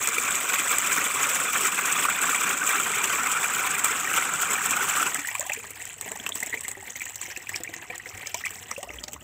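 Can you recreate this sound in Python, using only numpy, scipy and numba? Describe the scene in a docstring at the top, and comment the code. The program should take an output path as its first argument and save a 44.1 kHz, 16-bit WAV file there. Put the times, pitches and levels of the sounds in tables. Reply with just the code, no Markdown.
"""A thick stream from a spout plunges into a plastic bucket in a walled yard, then thins to a trickle.
The stream is swarms of dying, rising sines (bubbles, churn, droplets, mist) plus foam hiss.
Single drops smack as short hiss bursts; bubbles and gulps ring alone; thuds excite the bucket wall.
A hand on the bucket adds dull bumps. Dense echoes, faint hiss, rumble and a low hum lie beneath.
The microphone colour peaks near 7.8 kHz, and its gain falls as the sound grows loud."""
import sys
import numpy as np
from scipy import signal
from scipy.io import wavfile
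from scipy.ndimage import uniform_filter1d
from numba import njit

SR = 44100
rng = np.random.default_rng(int(sys.argv[2]) if len(sys.argv) > 2 else 0)


def persist_wave(psi):
    """Save psi, clipped to +-1, as 16-bit WAV."""
    counts = np.round(np.clip(psi, -1, 1) * 32767).astype(np.int16)
    wavfile.write(sys.argv[1], SR, np.atleast_2d(counts).T)


N = 407043
T = np.arange(N) / SR

# stream levels; treble and churn relative to bubbles: start_s, bubbles_db, treble_db, churn_db
FLOW = [(0, -29.5, 3.5, -7.5), (0.75, -25, 1.5, -10.5), (1.6, -26, 2.5, -9), (2.1, -24.5, 0.5, -11.5),
        (3.3, -25.5, 0, -12), (4.6, -26.5, 1, -13), (4.95, -23.5, 0, -14.5), (5.15, -31, 1.5, -10.5),
        (5.3, -37.5, 1, -22), (5.45, -41.5, 6.5, -15), (5.65, -43, 1, -8), (5.9, -47, 5.5, -12.5),
        (6.1, -45, 3.5, -2), (6.45, -43.5, 7, -3), (6.8, -46.5, 3.5, -9), (7.2, -43.5, 5, -13.5),
        (7.9, -45, -2, -6), (8.4, -46, 7.5, -7), (8.85, -50, 5, -1.5), (9.23, -58.5, 10.5, 8)]
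# gush thins to trickle: start_s, end_s
SHUT_S = (5.05, 5.3)
# arm reaches across; descending pair, so the spray colour steps at the second time: time_s, time_s
ARM_S = (6.96, 6.88)
# bubble colour from the bucket's air, gush into a nearly empty bucket: freq_hz, level_db
GUSH_EMPTY = [(600, -12.5), (850, -22.5), (1100, -2), (1450, 1.5), (1900, -2), (2400, 8), (3000, -11.5),
              (3500, 3.5), (4500, -9)]
# same, gush into a nearly full bucket: freq_hz, level_db
GUSH_FULL = [(600, -14.5), (850, -11), (1100, -3.5), (1450, 4.5), (1900, -3), (2400, 2), (3000, -7),
             (3500, -1.5), (4500, -12.5)]
# same, trickle: freq_hz, level_db
TRICKLE = [(600, -6), (1000, -10), (1350, -13), (1700, 3.5), (2050, 7.5), (2600, 1), (3300, -6.5),
           (4500, 3)]
# level of churn bubbles by pitch: pitch_hz, level_db
CHURN = [(90, -35), (150, -11), (250, -5.5), (340, -0.5), (430, 4), (600, 0), (850, 1.5), (1200, 17.5)]
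# level of droplets by pitch, also foam colour: pitch_hz, level_db
SPRAY = [(2500, -8), (4000, -10.5), (6000, 1), (9000, 5), (11000, -22)]
# drops smacking the surface, levels relative: start_s, level_db, centre_hz
SMACKS = [(0.073, -3.5, 7730), (0.087, -6, 8000), (0.3075, -10, 8100), (0.784, -2.5, 7640),
          (0.92, -13, 8050), (2.798, -15, 8000), (3.844, -4, 7880), (4.974, -13, 7600), (5.145, -8, 7430),
          (5.192, -18, 7550), (5.272, -14, 7800), (5.3517, -20, 8740), (5.395, -13, 7750),
          (5.407, -16.5, 6400), (5.533, -13.5, 6930), (5.7054, -23.5, 7780), (5.853, -21, 7940),
          (5.875, -28, 7500), (6.011, -14.5, 7800), (6.2639, -19.5, 3050), (6.2908, -12, 7750),
          (6.355, -13, 7750), (6.403, -15, 7800), (6.43, -15, 7950), (6.461, -21, 8400),
          (6.4953, -25, 7390), (6.608, -20.5, 8400), (6.635, -30, 7700), (6.681, -14, 7800),
          (6.7141, -17.5, 7700), (6.9615, -27, 6230), (6.997, -25, 7300), (7.0166, -22, 7500),
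          (7.055, -20, 7750), (7.0959, -26, 7240), (7.157, -20, 7040), (7.214, -18.5, 7800),
          (7.373, -22, 7500), (7.493, -20.5, 7400), (7.554, -23, 7400), (7.56, -18, 5240),
          (7.635, -19, 7470), (7.739, -30.5, 5170), (7.9795, -21.5, 7500), (8.271, -20.5, 6100),
          (8.344, -17, 5800), (8.455, -20.5, 7900), (8.506, -24, 7800), (8.711, -24, 8060),
          (8.829, -25.5, 8260), (9.038, -23.5, 4550), (9.082, -26.5, 5240), (9.132, -21, 7460)]
# single large bubbles, levels relative: start_s, level_db, start_pitch_hz
BUBBLES = [(0.164, -19, 2120), (0.1823, -9.5, 2200), (0.92, -17, 1560), (1.401, -19, 1270),
           (2.039, -24, 1090), (2.051, -7, 1080), (2.084, -9, 1295), (2.2918, -10, 1315),
           (2.346, -9.5, 2130), (2.798, -11.5, 1260), (3.039, -20, 1500), (4.073, -13, 1710),
           (4.176, -8, 1320), (5.026, -10.5, 1286), (5.151, -18, 1980), (5.157, -16.5, 1550),
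           (5.2477, -15.5, 1680), (5.285, -23, 2110), (5.351, -19, 1010), (5.351, -19, 2270),
           (5.497, -20, 2480), (5.519, -15, 2330), (5.563, -24.5, 2260), (5.628, -31, 2180),
           (6.076, -26.5, 1776), (6.156, -30, 780), (6.199, -23, 3120), (6.264, -29, 986),
           (6.2642, -15.5, 2480), (6.321, -14.5, 3280), (6.427, -16.5, 1900), (6.527, -19, 1970),
           (6.531, -16.5, 1840), (6.54, -15, 1920), (6.5734, -21.5, 2160), (6.648, -23, 1940),
           (6.7515, -27, 1860), (6.8259, -33, 770), (6.956, -25, 1980), (7.006, -23.5, 2250),
           (7.0183, -22, 2140), (7.363, -21.5, 2400), (7.47, -25, 2320), (7.492, -24.5, 1840),
           (7.5431, -18.5, 2210), (7.675, -22.5, 2180), (7.9002, -24, 2160), (7.998, -25.5, 1820),
           (8.058, -25.5, 1960), (8.21, -29.5, 2240), (8.259, -25, 2100), (8.343, -20, 2190),
           (8.3441, -23, 880), (8.4384, -20, 1820), (8.4498, -17.5, 2340), (8.461, -20, 1980),
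           (8.4675, -16, 2080), (8.7115, -27, 1900), (8.7634, -24.5, 2500), (8.891, -27.5, 2540),
           (8.904, -26, 1990), (8.986, -25, 3030)]
# air pockets gulping shut near the surface: start_s, level_db, start_pitch_hz, climb_share_per_s
GULPS = [(5.184, -32, 297, -1), (5.312, -40, 963, -9), (5.395, -29.5, 546, 12), (5.411, -32, 955, 14),
         (5.4266, -35, 577, 12), (5.452, -34.5, 970, 7), (5.465, -35, 710, 11), (5.4962, -33, 548, 9),
         (5.503, -29, 766, 8), (5.573, -34, 430, 4), (8.3438, -33, 628, 6), (8.7795, -29, 498, 15),
         (8.8289, -33.5, 673, 19.5), (8.874, -38, 660, 5.5), (9.078, -42, 760, 3)]
# trickle clumps thudding on the full bucket, levels relative: start_s, level_db
THUDS = [(6.061, -28), (6.115, -35), (6.538, -30), (6.772, -32.5), (7.282, -35), (7.374, -33.5),
         (7.551, -41), (7.604, -28.5), (7.692, -33), (7.763, -35), (7.9, -31), (7.95, -38), (8.065, -37.5),
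         (8.611, -43), (8.712, -34.5), (8.901, -34), (9.147, -46)]
# lowest ring of the bucket wall: time_s, pitch_hz
WALL_PITCH = [(5.4, 437), (6.55, 447), (6.8, 386), (7.4, 352), (7.75, 336), (8.3, 373), (8.65, 486),
              (8.92, 602), (9.23, 616)]
# handling bumps, levels before swell and x4 gain: start_s, level_db, pitch_hz, t60_s
BUMPS = [(8.131, -41, 99, 0.16), (8.135, -43, 45, 0.14), (8.85, -51, 59.2, 0.5), (8.93, -44, 58.3, 0.36),
         (9.14, -48, 72, 0.28)]
# outdoor rumble colour: freq_hz, level_db
YARD = [(24, -48), (40, -3), (102, 5.5), (177, -10), (372, -11), (511, -20), (1500, -8), (1950, -40),
        (3300, -120)]
# microphone colour: freq_hz, level_db
MIC = [(40, -9.5), (70, -1.5), (3000, -0.5), (4670, -12), (6300, -6), (7760, 3.5), (8700, -6),
       (9800, -12.5), (11500, -11), (15000, -2.5)]

MIST_DB, ARM_SHADE_DB = -4.5, -1.5  # mist relative to spray; further change behind the arm
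GAP_PEAK_S, GAP_DB = 0.012, -2  # dip before a landing, deepest this long ahead
SURGE_DECAY_S, SURGE_DB = 0.0054, 7.5  # splash after a landing, before onset and flow scaling
SLAP_DB, HEAVY_SLAP_DB = -17, 6  # relative to the drop; heavy = centre up to 4 kHz
YARD_DB, HUM_HZ, HUM_DB, HISS_DB = -57, 98.7, -62, -79
EDGE_HZ = 15620


def stream():
    """Clumps of water land unevenly and drive bubbles, churn, spray and mist together."""
    s, *levels = np.transpose(FLOW)
    bubbles_db, treble_db, bass_db = (np.interp(T, s, level) for level in levels)
    churn_db = bubbles_db + bass_db
    spray_db = bubbles_db + treble_db
    mist_db = spray_db + MIST_DB + np.interp(T, ARM_S, [0, ARM_SHADE_DB])
    gush = np.interp(T, SHUT_S, [1, 0])
    trickle = 1 - gush

    lumpy_db = (2.1 + 1.2 * trickle) * wander(17.0) + (2.78 + 2.0 * trickle) * wander(40)
    spatter_db = 0.5 * lumpy_db + 2.37 * wander(28)  # spray partly flies at its own moments

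    water = gain_of(bubbles_db) * stream_bubbles(gush, lumpy_db)
    water += gain_of(churn_db) * churn(gush, lumpy_db)
    water += gain_of(spray_db) * spray(gush, spatter_db)
    water += gain_of(mist_db) * mist(gush, spatter_db)
    return gain_of((1 - 0.28 * gush) * landings_db()) * water


def stream_bubbles(gush, lumpy_db):
    """Trapped bubbles ring through the bucket's air, whose colour shifts as the bucket fills."""
    surge_db = 0.7 * wander(4.5)  # broader surges of the pour
    filled = np.clip(T / SHUT_S[0], 0, 1)

    def level_db(at, hz):
        return 0.76 * lumpy_db[at] + surge_db[at]

    mid = swarm(683.4, 4380, .45 + .55 * gush, 37.8, 1.13, 3.53, level_db, count=34000)
    empty = coloured(mid * gush * (1 - filled), GUSH_EMPTY)
    full = coloured(mid * gush * filled, GUSH_FULL)
    return steady(empty + full + coloured(mid * (1 - gush), TRICKLE))


def churn(gush, lumpy_db):
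    """Large low bubbles, plus the wall ringing at random knocks of the trickle."""
    def level_db(at, hz):
        deeper = 1.14 * gush[at] * (T[at] - 2.5) * np.log(400 / hz)  # deep water forms bigger bubbles
        tilt = 0.8 * (1 - gush[at]) * np.log(hz / 300)
        return read(CHURN, hz) + deeper - tilt + 0.59 * lumpy_db[at]

    low = swarm(109.3, 1144, .4 + 1.05 * gush, 19.0, 0.56, 1.38, level_db, count=7000)
    hits = rng.random(N) < 90 / SR
    knocks = rng.standard_normal(N) * hits * (1 - gush) * gain_of(0.5 * lumpy_db)
    return steady(steady(low) + 0.38 * evened(bucket_wall(knocks)))


def spray(gush, spatter_db):
    """Droplets ring as tiny bubbles; foam fizzes finely under them as coloured noise."""
    drift = wander(1.6)  # slides the boosted band

    def level_db(at, hz):
        centre_hz = 5500 + 500 * drift[at]
        band = np.exp(-(np.log(hz / centre_hz) / 0.061) ** 2)
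        brighter = np.interp(T[at], ARM_S, [0, 15]) * band
        lower = np.interp(T[at], ARM_S, [0, 5.0]) * (hz < 4300)
        return read(SPRAY, hz) + brighter + lower + 1.08 * spatter_db[at]

    droplets = swarm(2410, 10940, .3 + 0.66 * gush, 30.0, 2.1, 3.2, level_db, count=44000)
    foam = coloured(rng.standard_normal(N), [(500, -19)] + SPRAY + [(15000, -37)])
    fizz = evened(foam) * gain_of(0.9 * spatter_db)
    return steady(steady(droplets) + (0.33 - 0.17 * (1 - gush)) * fizz)


def mist(gush, spatter_db):
    """The finest droplets ring above 9.5 kHz."""
    def level_db(at, hz):
        return 1.35 * spatter_db[at]

    return steady(swarm(9500, 16000, .3 + .7 * gush, 22, 3.5, 3.8, level_db, count=36000))


def landings_db():
    """The broken stream pauses before each big drop, then surges briefly."""
    marks, t = np.zeros(N), np.arange(-4000, 4001) / SR
    starts_s = np.array([row[0] for row in SMACKS + BUBBLES + GULPS + THUDS])
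    marks[(starts_s * SR).astype(np.int64)] = 1
    gap = GAP_DB * np.sin(np.pi * np.clip(-t / GAP_PEAK_S / 2, 0, 1)) ** 0.84
    surge = SURGE_DB * np.exp(-t / SURGE_DECAY_S) * np.minimum(t / 0.0014, 1)
    shape = np.where(t < 0, gap, surge)
    return np.clip(signal.oaconvolve(marks, shape, "same"), GAP_DB, 1.2 * SURGE_DB)


def swarm(low_hz, high_hz, share, cycles, soft, spread_db, weight_db, count):
    """Bubbles of random pitch, length and size; a small share thins them and lets them glide further."""
    draws = rng.random((count, 6))
    kept = draws[:, 1] < share[(draws[:, 0] * N).astype(np.int64)]
    when, _, pitch, length, glide, luck = draws[kept].T
    at = (when * N).astype(np.int64)
    hz = low_hz * (high_hz / low_hz) ** pitch
    t60 = cycles * (.5 + length) / hz
    rise = 0.309 * glide / share[at] ** 0.62
    rarity = np.log(np.maximum(luck, .05 - 0.0276 * share[at]))  # a few are large
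    size = gain_of(weight_db(at, hz) - spread_db * rarity) / np.sqrt(share[at])
    return ring(at, hz, t60, rise, size, soft)


@njit
def ring(start, hz, t60, rise, size, soft):
    """Sums bubbles: dying sines that swell over soft cycles and glide in pitch near the surface."""
    out = np.zeros(N)
    for k in range(len(start)):
        state = size[k] + 0j
        step = np.exp((2j * np.pi * hz[k] - 6.9 / t60[k]) / SR)
        bend = np.exp(4j * np.pi * hz[k] * rise[k] / t60[k] / SR ** 2)
        quiet, opening = 1., np.exp(-hz[k] / soft / SR)
        for i in range(start[k], min(start[k] + int(.8 * t60[k] * SR), N)):
            out[i] += state.imag * (1 - quiet)
            state *= step
            step *= bend
            quiet *= opening
    return out


def smacks():
    """A snap of hiss with a brief ring at the drop's centre frequency (near 7.8 kHz for most), a tick and a
    dull slap."""
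    out, t = np.zeros(N), T[:700]
    slap_band = signal.butter(2, [900, 3600], "band", fs=SR)
    fade = np.exp(-t / 0.0021) * (1 - np.exp(-t / 0.00093))
    for (s, db, hz), hiss in zip(SMACKS, rng.standard_normal((len(SMACKS), 2, 700))):
        snap_band = signal.butter(1, [0.87 * hz, 1.1 * hz], "band", fs=SR)
        snap = evened(signal.lfilter(*snap_band, hiss[0])) * fade
        add(out, s, gain_of(db - read(MIC, hz) - 3.0) * snap)  # offsets microphone colour
        tick = np.diff(hiss[0], prepend=0) * fade ** 1.72 * 0.8
        add(out, s, gain_of(db + 5.5) * tick)
        impact = (t == 0) * 2.2 + hiss[1] * np.exp(-t / 0.0012)
        slap_db = SLAP_DB if hz > 4000 else HEAVY_SLAP_DB
        add(out, s, gain_of(db + slap_db) * signal.lfilter(*slap_band, impact) * 1.44)
    s, db, hz = np.transpose(SMACKS)
    same = np.ones(len(s))
    size = gain_of(db - read(MIC, hz) - 3.0)
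    return out + ring((s * SR).astype(np.int64), hz, 0.0091 * same, 0.3 * same, size, 0.45)


def single_bubbles():
    """Large bubbles ring alone and rise in pitch; bigger ones ring longer."""
    s, db, hz = np.transpose(BUBBLES)
    t60 = 0.052 * (500 / hz) ** 0.596
    return ring((s * SR).astype(np.int64), hz, t60, 0.265 + 0 * hz, gain_of(db + 2.0), 1.8)


def gulps():
    """Closing air pockets ring abruptly with their own pitch glide."""
    s, db, hz, climb = np.transpose(GULPS)
    t60 = 0.11 * (500 / hz) ** 0.16
    return ring((s * SR).astype(np.int64), hz, t60, climb * t60 / 2, gain_of(db), 0.079)


def thuds():
    """Each clump gives a dull knock and sets the wall ringing."""
    s, db = np.transpose(THUDS)
    knocks = np.zeros(N)
    knocks[(s * SR).astype(np.int64)] = gain_of(db)
    knock = signal.lfilter(*signal.butter(2, [250, 1000], "band", fs=SR), knocks)
    return gain_of(-8) * bucket_wall(knocks) + gain_of(-1) * knock


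def bucket_wall(knocks):
    """Three wall resonances; they sink as water loads the wall and rise when the handle pulls it."""
    turns, out = np.cumsum(np.interp(T, *np.transpose(WALL_PITCH))) / SR, 0
    for ratio, width_hz, db in ((1, 20.2, 1), (1.45, 28, -2.2), (2.05, 32, -1.4)):
        spin = np.exp(2j * np.pi * ratio * turns)
        keep = np.exp(-np.pi * width_hz / SR)
        out = out + gain_of(db) * (spin * signal.lfilter([1], [1, -keep], knocks / spin)).imag
    return out


def handling():
    """Dull bumps as the hand shifts the bucket: low sines that swell and die."""
    out = np.zeros(N)
    for s, db, hz, t60 in BUMPS:
        t = np.arange(0, t60, 1 / SR)
        envelope = gain_of(db - 60 * t / t60) * (1 - np.exp(-t / 0.034))
        add(out, s, envelope * np.sin(2 * np.pi * hz * t) * 4)
    return out


def yard_echoes(x):
    """Quick, dense echoes off floor and walls: one tap of random sign in every 20 samples."""
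    at = np.arange(60, 6000, 20) + rng.integers(0, 20, 297)
    taps = np.zeros(6100)
    taps[at] = rng.choice([-1., 1.], len(at)) * gain_of(-60 * at / SR / 0.084)  # t60 0.084 s
    return signal.oaconvolve(x, taps / np.linalg.norm(taps))[:N]


def yard():
    """Faint hiss, low outdoor rumble and a hum wavering in level and phase."""
    rumble = evened(coloured(rng.standard_normal(N), YARD))
    a, b = uniform_filter1d(rng.standard_normal((2, N)), size=3000)
    phase = 2 * np.pi * HUM_HZ * T
    hum = (0.59 + evened(a)) * np.cos(phase) + evened(b) * np.sin(phase)
    hiss = rng.standard_normal(N)
    return gain_of(HISS_DB) * hiss + gain_of(YARD_DB) * rumble + gain_of(HUM_DB) * evened(hum)


def wander(top_hz):
    """Random bounded level swings that rise quicker than they sag, up to about top_hz a second."""
    rate = SR / 16
    t = np.arange(0, T[-1] + .01, 1 / rate)
    kicks = rng.exponential(1, len(t)) * (rng.random(len(t)) < 5 * top_hz / rate)
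    smooth = uniform_filter1d(kicks, size=int(rate / top_hz / 3))
    x = signal.lfilter([1], [1, -np.exp(-2 * np.pi * top_hz / rate)], smooth)
    return np.interp(T, t, 2 * np.tanh(evened(x - x.mean()) / 2))


def gain_of(db):
    """Amplitude ratio of a level in dB."""
    return 10 ** (np.asarray(db) / 20)


def evened(x):
    """Scales to unit RMS."""
    return x / np.sqrt(np.mean(x ** 2) + 1e-20)


def steady(x):
    """Levels a sound to unit RMS over a third of a second."""
    return x / np.sqrt(abs(uniform_filter1d(x ** 2, size=15000)) + 1e-20)


def read(points, hz):
    """Reads a colour table in dB, interpolating over log frequency."""
    f, value = np.transpose(points)
    return np.interp(np.log(hz + 1), np.log(f + 1), value)


def add(mix, s, sound):
    """Adds a sound at s seconds, cut at the end of the mix."""
    part = mix[round(s * SR):][:len(sound)]
    part += sound[:len(part)]


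def coloured(x, points):
    """Causal filter: the phase follows from the log gain."""
    log_gain = np.log(gain_of(read(points, abs(np.fft.fftfreq(8192, 1 / SR)))))
    taps = np.fft.ifft(np.exp(np.conj(signal.hilbert(log_gain)))).real[:4096]
    return signal.oaconvolve(x, taps)[:len(x)]


def scene():
    """Sums the water, its echoes, the handling and the yard."""
    water = stream() + smacks() + single_bubbles() + gulps() + thuds()
    return (water + gain_of(-13.0) * yard_echoes(water) + handling() + yard())[None]


def record(dry):
    """Microphone colour, slow gain control (0.2 dB down per dB over -38.5 dB), then the band limit."""
    heard = coloured(dry[0], MIC)
    power_db = 10 * np.log10(abs(uniform_filter1d(heard ** 2, size=20000)) + 1e-12)
    heard = heard * gain_of(1.0 - 0.2 * np.maximum(power_db + 38.5, 0))
    low_pass = signal.firwin(511, EDGE_HZ, window=("kaiser", 11), fs=SR)
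    return signal.oaconvolve(heard, low_pass, "same")[None]


dry = scene()
out = record(dry)
persist_wave(out)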